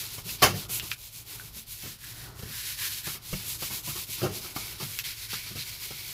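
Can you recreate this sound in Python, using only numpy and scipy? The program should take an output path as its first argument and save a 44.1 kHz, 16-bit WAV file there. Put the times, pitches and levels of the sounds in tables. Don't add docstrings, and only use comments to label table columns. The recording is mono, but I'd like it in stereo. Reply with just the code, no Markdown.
import sys
import numpy as np
from scipy import signal
from scipy.fft import rfft, irfft, next_fast_len
from scipy.io import wavfile
from scipy.ndimage import uniform_filter1d

SR = 44100
rng = np.random.default_rng(int(sys.argv[2]) if len(sys.argv) > 2 else 0)


def dump_mix(stems):
    frames = np.atleast_2d(stems).T
    limited = np.clip(frames, -1, 1)
    pcm = np.round(limited * 32767).astype(np.int16)
    wavfile.write(sys.argv[1], SR, pcm)


def field_ratio(decibels):
    return 10 ** (np.asarray(decibels, dtype=float) / 20)


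N = 270333
TIME = np.arange(N) / SR
BINS_HZ = np.fft.rfftfreq(next_fast_len(N), 1 / SR) + 1

# top_speed_s, speeding_up_s, slowing_down_s, hiss_db,
# fizz_re_hiss_db
STROKES = [(0.018, 0.063, 0.1, -40, 2), (0.132, 0.048, 0.11, -43.5, 2.5),
           (0.319, 0.089, 0.068, -40.5, 2.5), (0.479, 0.12, 0.068, -39, -3.5),
           (0.584, 0.054, 0.095, -40.5, 1.5), (0.746, 0.065, 0.066, -37.0, 5.5),
           (0.843, 0.04, 0.1, -44, 3.0), (0.915, 0.019, 0.042, -43.5, 2.5),
           (1.063, 0.12, 0.054, -50, 4.5), (1.167, 0.067, 0.082, -49, 6),
           (1.327, 0.086, 0.073, -46, 3.0), (1.424, 0.062, 0.11, -49.5, 4),
           (1.574, 0.053, 0.079, -47, 4), (1.722, 0.064, 0.078, -46.0, 4.5),
           (1.863, 0.14, 0.12, -45.0, 2.0), (2.093, 0.12, 0.049, -46.5, 3),
           (2.196, 0.1, 0.15, -49, 1.5),
           (2.433, 0.098, 0.12, -52.5, 4.7), (2.605, 0.16, 0.026, -40.5, 2.2),
                (2.683, 0.089, 0.096, -37.5, 1.6), (2.853, 0.098, 0.049, -35.5, 2.4),
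                (2.942, 0.15, 0.1, -39.5, 2.6), (3.073, 0.049, 0.12, -38, 2.4),
                (3.357, 0.15, 0.065, -43, 3.0), (3.419, 0.052, 0.084, -44.5, 1.8),
                (3.502, 0.065, 0.092, -40.0, 4.6), (3.662, 0.087, 0.044, -38.0, 2.9),
                (3.755, 0.088, 0.076, -40.0, 3.7), (3.901, 0.081, 0.029, -38.5, 3.6),
                (3.986, 0.114, 0.085, -40, 2.9), (4.136, 0.08, 0.037, -40.5, 3.4),
                (4.231, 0.137, 0.077, -41, 0.5),
           (4.374, 0.07, 0.036, -40.5, 2.4), (4.434, 0.039, 0.13, -42.5, 1.6),
                 (4.58, 0.043, 0.19, -42, 2.2), (4.718, 0.072, 0.082, -45, 0.0),
                 (4.823, 0.049, 0.078, -42, 0.78), (4.99, 0.22, 0.046, -43.5, 3.8),
                 (5.062, 0.031, 0.1, -37, -0.5), (5.23, 0.12, 0.066, -43.5, 1.2),
                 (5.335, 0.058, 0.1, -37, -1.0), (5.47, 0.14, 0.11, -43.5, 0.16),
                 (5.605, 0.065, 0.05, -38, -1.1), (5.678, 0.049, 0.154, -42, 0.16),
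                 (5.834, 0.044, 0.082, -41.0, 1.5), (5.988, 0.24, 0.052, -44, -0.31),
                 (6.13, 0.2, 0.02, -43, 1.0)]
CREEP_DB, CREEP_FIZZ_DB = -60.5, -11


def strokes():
    hiss_power = np.ones(N) * field_ratio(CREEP_DB) ** 2
    fizz_power = np.ones(N) * field_ratio(CREEP_DB + CREEP_FIZZ_DB) ** 2
    for top_s, rise_s, fall_s, hiss_db, fizz_db in STROKES:
        start_s, end_s = top_s - rise_s, top_s + fall_s
        span = slice(max(int(start_s * SR), 0), int(end_s * SR))
        away = np.interp(TIME[span], [start_s, top_s, end_s], [1, 0, 1])
        power = (field_ratio(hiss_db) * np.cos(away * np.pi / 2)) ** 2
        hiss_power[span] += power
        fizz_power[span] += power * field_ratio(fizz_db) ** 2
    return np.sqrt(hiss_power), np.sqrt(fizz_power)


# freq_hz, level_db
FIBRE_SPECTRUM = [(700, -24), (1000, 12), (1500, -15.5), (1900, -14), (2250, -7), (2900, -7.5), (4200, -4),
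                  (5200, -5.5), (7000, -4.5), (8700, -6.5), (10500, -4.5), (12000, -2.5), (14200, -1.5),
                  (15600, -8)]
FIBRE_ALIKE = 0.095
TOWEL_DB, SCRAPE_DB, MUTTER_DB = 3, -18, -26


def towel(hiss, fizz, grip_db):
    grains = colour(pair(FIBRE_ALIKE, scatter_db=5.0), FIBRE_SPECTRUM)
    edges_hz = [800, 1430, 2050, 3400, 5800, 8500, 12000, 20000]
    patches = []
    for band_hz in zip(edges_hz, edges_hz[1:]):
        patch = signal.sosfilt(signal.butter(5, band_hz, "band", fs=SR, output="sos"), grains)
        patches.append(patch * field_ratio(1.8 * walk(15) + 0.5 * walk(54)))
    scrape = field_ratio(SCRAPE_DB + grip_db) * level(patches[1])
    mutter = field_ratio(MUTTER_DB) * level(patches[0])
    other_grains = np.roll(grains, SR, axis=1)
    body = scrape + mutter + level(sum(patches[2:4])) + hollows(other_grains)
    fine = level(sum(patches[4:]))
    return field_ratio(TOWEL_DB + 2.0 * walk(60)) * (hiss * body + fizz * fine)


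# start_s, end_s, pitch_hz, width_hz, level_re_hiss_db
HOLLOWS = [
    (2.453, 3.05, 1730, 292, -15),
    (4.548, 6.2, 2220, 350, -11.5),
    (4.938, 6.2, 4380, 870, -11),
]
HOLLOW_FADE_S = 0.16


def hollows(grains):
    out = 0
    for start_s, end_s, hz, width_hz, db in HOLLOWS:
        turns_s = [start_s - HOLLOW_FADE_S, start_s, end_s, end_s + HOLLOW_FADE_S]
        held = np.interp(TIME, turns_s, [0, 1, 1, 0])
        band_hz = [hz - width_hz / 2, hz + width_hz / 2]
        band = signal.butter(2, band_hz, "band", fs=SR, output="sos")
        out = out + held * field_ratio(db + 8.6 * walk(23)) * level(signal.sosfilt(band, grains))
    return out


# freq_hz, density_db_per_hz
BOOM_SPECTRUM = [(12, -33), (20, -53), (59, 0), (81, -7.5), (112, 4.5), (145, -7), (167, -9), (229, -19.5),
                 (255, -21.5), (330, -20), (430, -50), (730, -120)]
DRONE_SPECTRUM = [(150, -59), (250, 3), (416, 7.5), (469, -1), (678, 0), (949, 1.5), (1500, 2), (1950, -67),
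                  (3300, -120)]
BOOM_ALIKE, DRONE_ALIKE = 0.89, 0.65
BOOM_DB, BOOM_PER_LEAN, DRONE_DB, DRONE_PER_LEAN = -50, 0.38, -56.5, 0.65
STROKE_DB = -42
BOOM_PER_STROKE, DRONE_PER_STROKE = 0.18, 0.33


def table_top(hiss, lean_db):
    stroke = hiss / field_ratio(STROKE_DB)
    boom_gain = field_ratio(BOOM_DB + BOOM_PER_LEAN * lean_db + 2.5 * walk(12)) * stroke ** BOOM_PER_STROKE
    drone_gain = field_ratio(DRONE_DB + DRONE_PER_LEAN * lean_db + 2.5 * walk(25)) * stroke ** DRONE_PER_STROKE
    boom = level(colour(pair(BOOM_ALIKE), BOOM_SPECTRUM))
    drone = level(colour(pair(DRONE_ALIKE), DRONE_SPECTRUM))
    return boom_gain * boom + drone_gain * drone


# freq_hz, level_db, t60_s
THUD = [(100.5, -6, 0.38), (131.3, -27, 0.93), (147.3, 6.5, 0.13), (189, -0.5, 0.19), (220, -3, 0.2)]
RING = [(269, 1, 0.074), (366, 7, 0.11), (424, 1.5, 0.089), (460, 2, 0.035), (510, 6, 0.038),
        (634.3, -4, 0.041), (750, -5, 0.035)]
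CLACK = [(820, -29, 0.065), (1040, -23, 0.046), (1093, -3, 0.053), (1223, 5, 0.05), (1350, 7, 0.058),
         (1570, -2, 0.037), (1810, -6, 0.039)]
RATTLE = [(1800, -1, 0.0039), (2214, -7, 0.025), (2740, -10.5, 0.045), (3060, -0.5, 0.0075),
          (3580, 5.5, 0.00099), (5100, 2.5, 0.0032), (6300, 12.5, 0.0014), (11100, 14.5, 0.00093),
          (14900, 13, 0.001)]
KNOCK_LAG, KNOCK_WET_DB = 10, -1.5


def knocks(blows, ring_db, ring_per_flesh, rattle_db, rattle_per_flesh, free, lift_db_per_octave):
    out = np.zeros((2, N + SR))
    t = TIME[:SR // 3]
    fade = np.cos(1.5 * np.pi * t)
    clack = [(hz, db, free * t60_s) for hz, db, t60_s in CLACK]
    body = []
    for hz, db, t60_s in RING:
        octaves = np.log2(hz / RING[0][0])
        body.append((hz, db + lift_db_per_octave * octaves, free * t60_s))
    for start_s, clack_db, flesh_db, contact_s in blows:
        press = 1 - np.exp(-t / (0.34 * contact_s))
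        force = rng.standard_normal(len(t)) * press * np.exp(-t / contact_s)
        families = [(clack, 0), (THUD, flesh_db), (body, ring_db + ring_per_flesh * flesh_db),
                    (RATTLE, rattle_db + rattle_per_flesh * flesh_db)]
        sound = 0
        for modes, share_db in families:
            part = ring(force, modes)
            sound = sound + field_ratio(share_db) * part / abs(part).max()
        heard = room(sound * fade, KNOCK_LAG, KNOCK_WET_DB)
        out[:, int(start_s * SR):][:, :len(t)] += field_ratio(clack_db) * heard
    return signal.lfilter(*signal.butter(2, 70, "high", fs=SR), out[:, :N])


# start_s, clack_db, flesh_db, contact_s
SLAP = [
    (0.419, -16.5, -34.5, 0.021),
    (0.431, -17, -17, 0.0033),
    (0.438, -22, 0, 0.0091),
    (0.449, -27.5, 2, .011),
    (0.462, -37, 8, 0.014),
]
THUMP = [
    (4.214, -34, 2.5, 0.0092),
    (4.226, -30.5, 5.5, 0.014),
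    (4.241, -35.5, 6.5, 0.018),
    (4.257, -28, -8, 0.0048),
    (4.287, -47, 11, 0.023),
    (4.33, -55, 11.5, 0.056),
]
KNOCKS = [(0.18, -40, 4, 0.0046), (0.25, -66, 26.5, 0.033), (0.489, -41.5, 13, 0.019),
          (0.53, -47, 19, 0.024), (0.693, -46.5, 8, 0.01), (0.825, -49.5, 11, 0.017),
          (1.559, -63, 19.5, 0.014), (1.823, -50, 11, 0.038), (2.391, -46.5, 6, 0.005),
          (2.423, -51.5, 22.5, 0.01), (2.45, -55, 18, .02), (2.498, -58, 20, 0.0067),
          (3.068, -33.5, -3.5, 0.011), (3.146, -47.5, 1, 0.02), (3.327, -37, 10.5, 0.008),
          (3.621, -35, -1.5, 0.0081), (3.698, -41.5, 0, 0.024), (3.87, -40, 5, 0.017),
          (3.952, -41, -1, 0.017), (4.086, -61.5, 23, 0.0093), (4.166, -45.5, -3, 0.1),
          (4.439, -44, 0, 0.018), (4.562, -29, -4.5, 0.0042), (4.799, -38, -1, 0.012),
          (4.82, -39, 5.5, 0.0086), (5.329, -33, -5, 0.0059), (5.463, -43.5, -9, 0.0049),
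          (5.504, -54.5, 15.5, 0.021), (5.553, -49, 16, 0.014), (5.907, -37, -2.5, 0.0052)]
BLOW_PAN_DB = -1.5


def hand_blows():
    slap = knocks(SLAP, ring_db=4.5, ring_per_flesh=1.6, rattle_db=5, rattle_per_flesh=-0.25,
                  free=0.6, lift_db_per_octave=20)
    thump = knocks(THUMP, ring_db=6, ring_per_flesh=0.79, rattle_db=-0.5, rattle_per_flesh=1.32,
                   free=0.7, lift_db_per_octave=11)
    other_knocks = knocks(KNOCKS, ring_db=0.17, ring_per_flesh=0.76, rattle_db=10.7, rattle_per_flesh=0.39,
                      free=0.3, lift_db_per_octave=-1.3)
    pan = field_ratio(np.array([[BLOW_PAN_DB], [-BLOW_PAN_DB]]) / 2)
    return pan * (slap + thump + other_knocks)


# start_s, peak_db, pitch_hz, t60_s, snap_db
TICKS = [(0.2911, -26.5, 2650, 0.031, -18), (0.295, -32, 2780, 0.025, -24), (0.6945, -35, 3020, 0.0087, 15),
         (0.7981, -15, 2850, 0.0091, 3), (0.805, -27, 2700, 0.013, -1), (0.9015, -34, 3000, .005, 7),
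         (0.9148, -16, 3900, 0.0073, 2), (0.9163, -12, 2450, 0.0093, -1), (.9300, -36, 4340, .008, -10),
         (1.3972, -28, 1536, 0.044, -24), (2.0402, -32.5, 1770, 0.018, -22.5),
         (4.5627, -27, 2300, 0.0076, -13), (4.9905, -32, 2660, .006, 8), (4.9891, -19, 2600, 0.015, 3),
         (4.989, -25, 2740, 0.011, 22.5), (4.997, -24, 2660, 0.013, 2), (5.0423, -24, 3140, 0.012, 5),
         (5.593, -22, 4070, 0.038, -17)]
# freq_hz, level_db, t60_s
SNAP = [(4700, -7, 0.00099), (6060, -4, 0.0021), (7650, -6, .003), (12800, 2, 0.0042), (14600, -14, 0.0034)]
TICK_LAG, TICK_WET_DB = 2, -5


def bangles():
    out = np.zeros((2, N + SR))
    touch = np.eye(1, SR // 5)[0]
    snap = ring(touch, SNAP)
    for start_s, peak_db, hz, t60_s, snap_db in TICKS:
        modes = [(hz, 0, np.clip(t60_s, 0.003, 0.03)), (0.72 * hz, -6, 0.005), (1.16 * hz, -5, 0.004)]
        tone = ring(touch, modes)
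        tick = field_ratio(snap_db) * snap / abs(snap).max() - tone / abs(tone).max()
        heard = room(tick, TICK_LAG, TICK_WET_DB)
        out[:, int(start_s * SR):][:, :len(touch)] += field_ratio(peak_db) * heard
    return signal.lfilter(*signal.butter(4, 1250, "high", fs=SR), out[:, :N])


JOLT_S, JOLT_DB, JOLT_HZ, JOLT_T60_S = 3.327, -30, 36, 0.15


def jolt():
    t = np.maximum(TIME - JOLT_S, 0)
    return field_ratio(JOLT_DB) * np.sin(2 * np.pi * JOLT_HZ * t) * np.exp(-np.log(1000) * t / JOLT_T60_S)


ROOM_T60_S, ROOM_DULL_HZ = 0.11, 6700


def room(x, lag, wet_db):
    t = TIME[:len(x)]
    decay = np.exp(-np.log(1000) * t / ROOM_T60_S) * (1 - np.exp(-t / 0.00025))
    echoes = rng.standard_normal((2, len(t))) * decay
    echoes = signal.lfilter(*signal.butter(1, ROOM_DULL_HZ, fs=SR), echoes)
    echoes = echoes / np.sqrt(np.sum(echoes ** 2) / 2)
    sent = signal.lfilter(*signal.butter(2, 600, "high", fs=SR), x)
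    wet = signal.fftconvolve(sent[None], echoes, axes=1)[:, :len(t)]
    return np.array([np.roll(x, lag), x]) + field_ratio(wet_db) * wet


# freq_hz, density_db_per_hz
AIR_SPECTRUM = [(12, -61), (24, -12.5), (45, -5.5), (120, -34)]
AIR_DB, AIR_ALIKE = -54.5, 0.43


def building():
    return field_ratio(AIR_DB) * level(colour(pair(AIR_ALIKE), AIR_SPECTRUM))


def level(x):
    return x / np.sqrt(np.mean(x ** 2))


def curves(table):
    s, *columns = np.transpose(table)
    return [np.interp(TIME, s, c) for c in columns]


def colour(x, table):
    hz, db = np.transpose(table)
    gain = field_ratio(np.interp(np.log(BINS_HZ), np.log(np.maximum(hz, 1)), db))
    size = next_fast_len(N)
    return irfft(rfft(x, size) * gain, size)[..., :N]


def walk(rate_hz):
    k = int(SR / rate_hz)
    held = np.repeat(rng.standard_normal(N // 100), k)[:N]
    return 0.39 * uniform_filter1d(uniform_filter1d(held, k), k)


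PORT_LAG = 4


def pair(alike, scatter_db=0.0):
    scatter = np.minimum(rng.exponential(size=(3, N)), 3.5)
    shared, left, right = rng.standard_normal((3, N)) * field_ratio(scatter_db * scatter)
    common = np.array([np.roll(shared, PORT_LAG), shared])
    return np.sqrt(alike) * common + np.sqrt(1 - alike) * np.array([left, right])


def ring(force, modes):
    out = 0
    for hz, db, t60_s in modes:
        pole = np.exp(2j * np.pi * hz / SR - np.log(1000) / (t60_s * SR))
        out = out + field_ratio(db) * signal.lfilter([1], [1, -pole], force).imag
    return out


# time_s, lean_on_board_db, grip_on_paper_db
HAND = [(0, 3.5, 4.5), (.4, 3, 0), (.62, 12, 4), (.9, 0, -4), (1.05, -11, -2), (1.4, 4.5, 5.5),
        (1.7, -12, 0), (2.0, -7.5, 9), (2.3, 13, 12), (2.6, -7, 7), (3.0, -3.5, 3.5), (3.4, 1.5, 3.5),
        (3.8, 2, 1.5), (4.15, -4.5, -0.5), (4.36, 2, 0), (4.6, 8.5, 4), (5.2, -8, 6.5), (6.13, -1.5, 1.5)]


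def scene():
    hiss, fizz = strokes()
    lean_db, grip_db = curves(HAND)
    rubbing = towel(hiss, fizz, grip_db) + table_top(hiss, lean_db)
    return rubbing + hand_blows() + bangles() + jolt() + building()


def low_pass(x):
    return signal.sosfilt(signal.butter(12, 16810, fs=SR, output="sos"), x)


# freq_hz, left_minus_right_db
PORT_PAN = [(60, 1), (110, 0.5), (200, 0.0), (380, 0.5), (700, 1.5), (1290, 1), (2380, 0.5), (4400, 2),
            (8120, 2), (15000, -4.5)]
# freq_hz, level_db
TOP_CUT = [(15600, 0), (15700, -100)]
CEILING = 1.1


def record(dry):
    left = colour(dry[0], [(hz, db / 2) for hz, db in PORT_PAN])
    right = colour(dry[1], [(hz, -db / 2) for hz, db in PORT_PAN])
    rounded = CEILING * np.tanh(np.array([left, right]) / CEILING)
    mix = colour(rounded, TOP_CUT)
    return low_pass(mix)


dry = scene()
out = record(dry)
dump_mix(out)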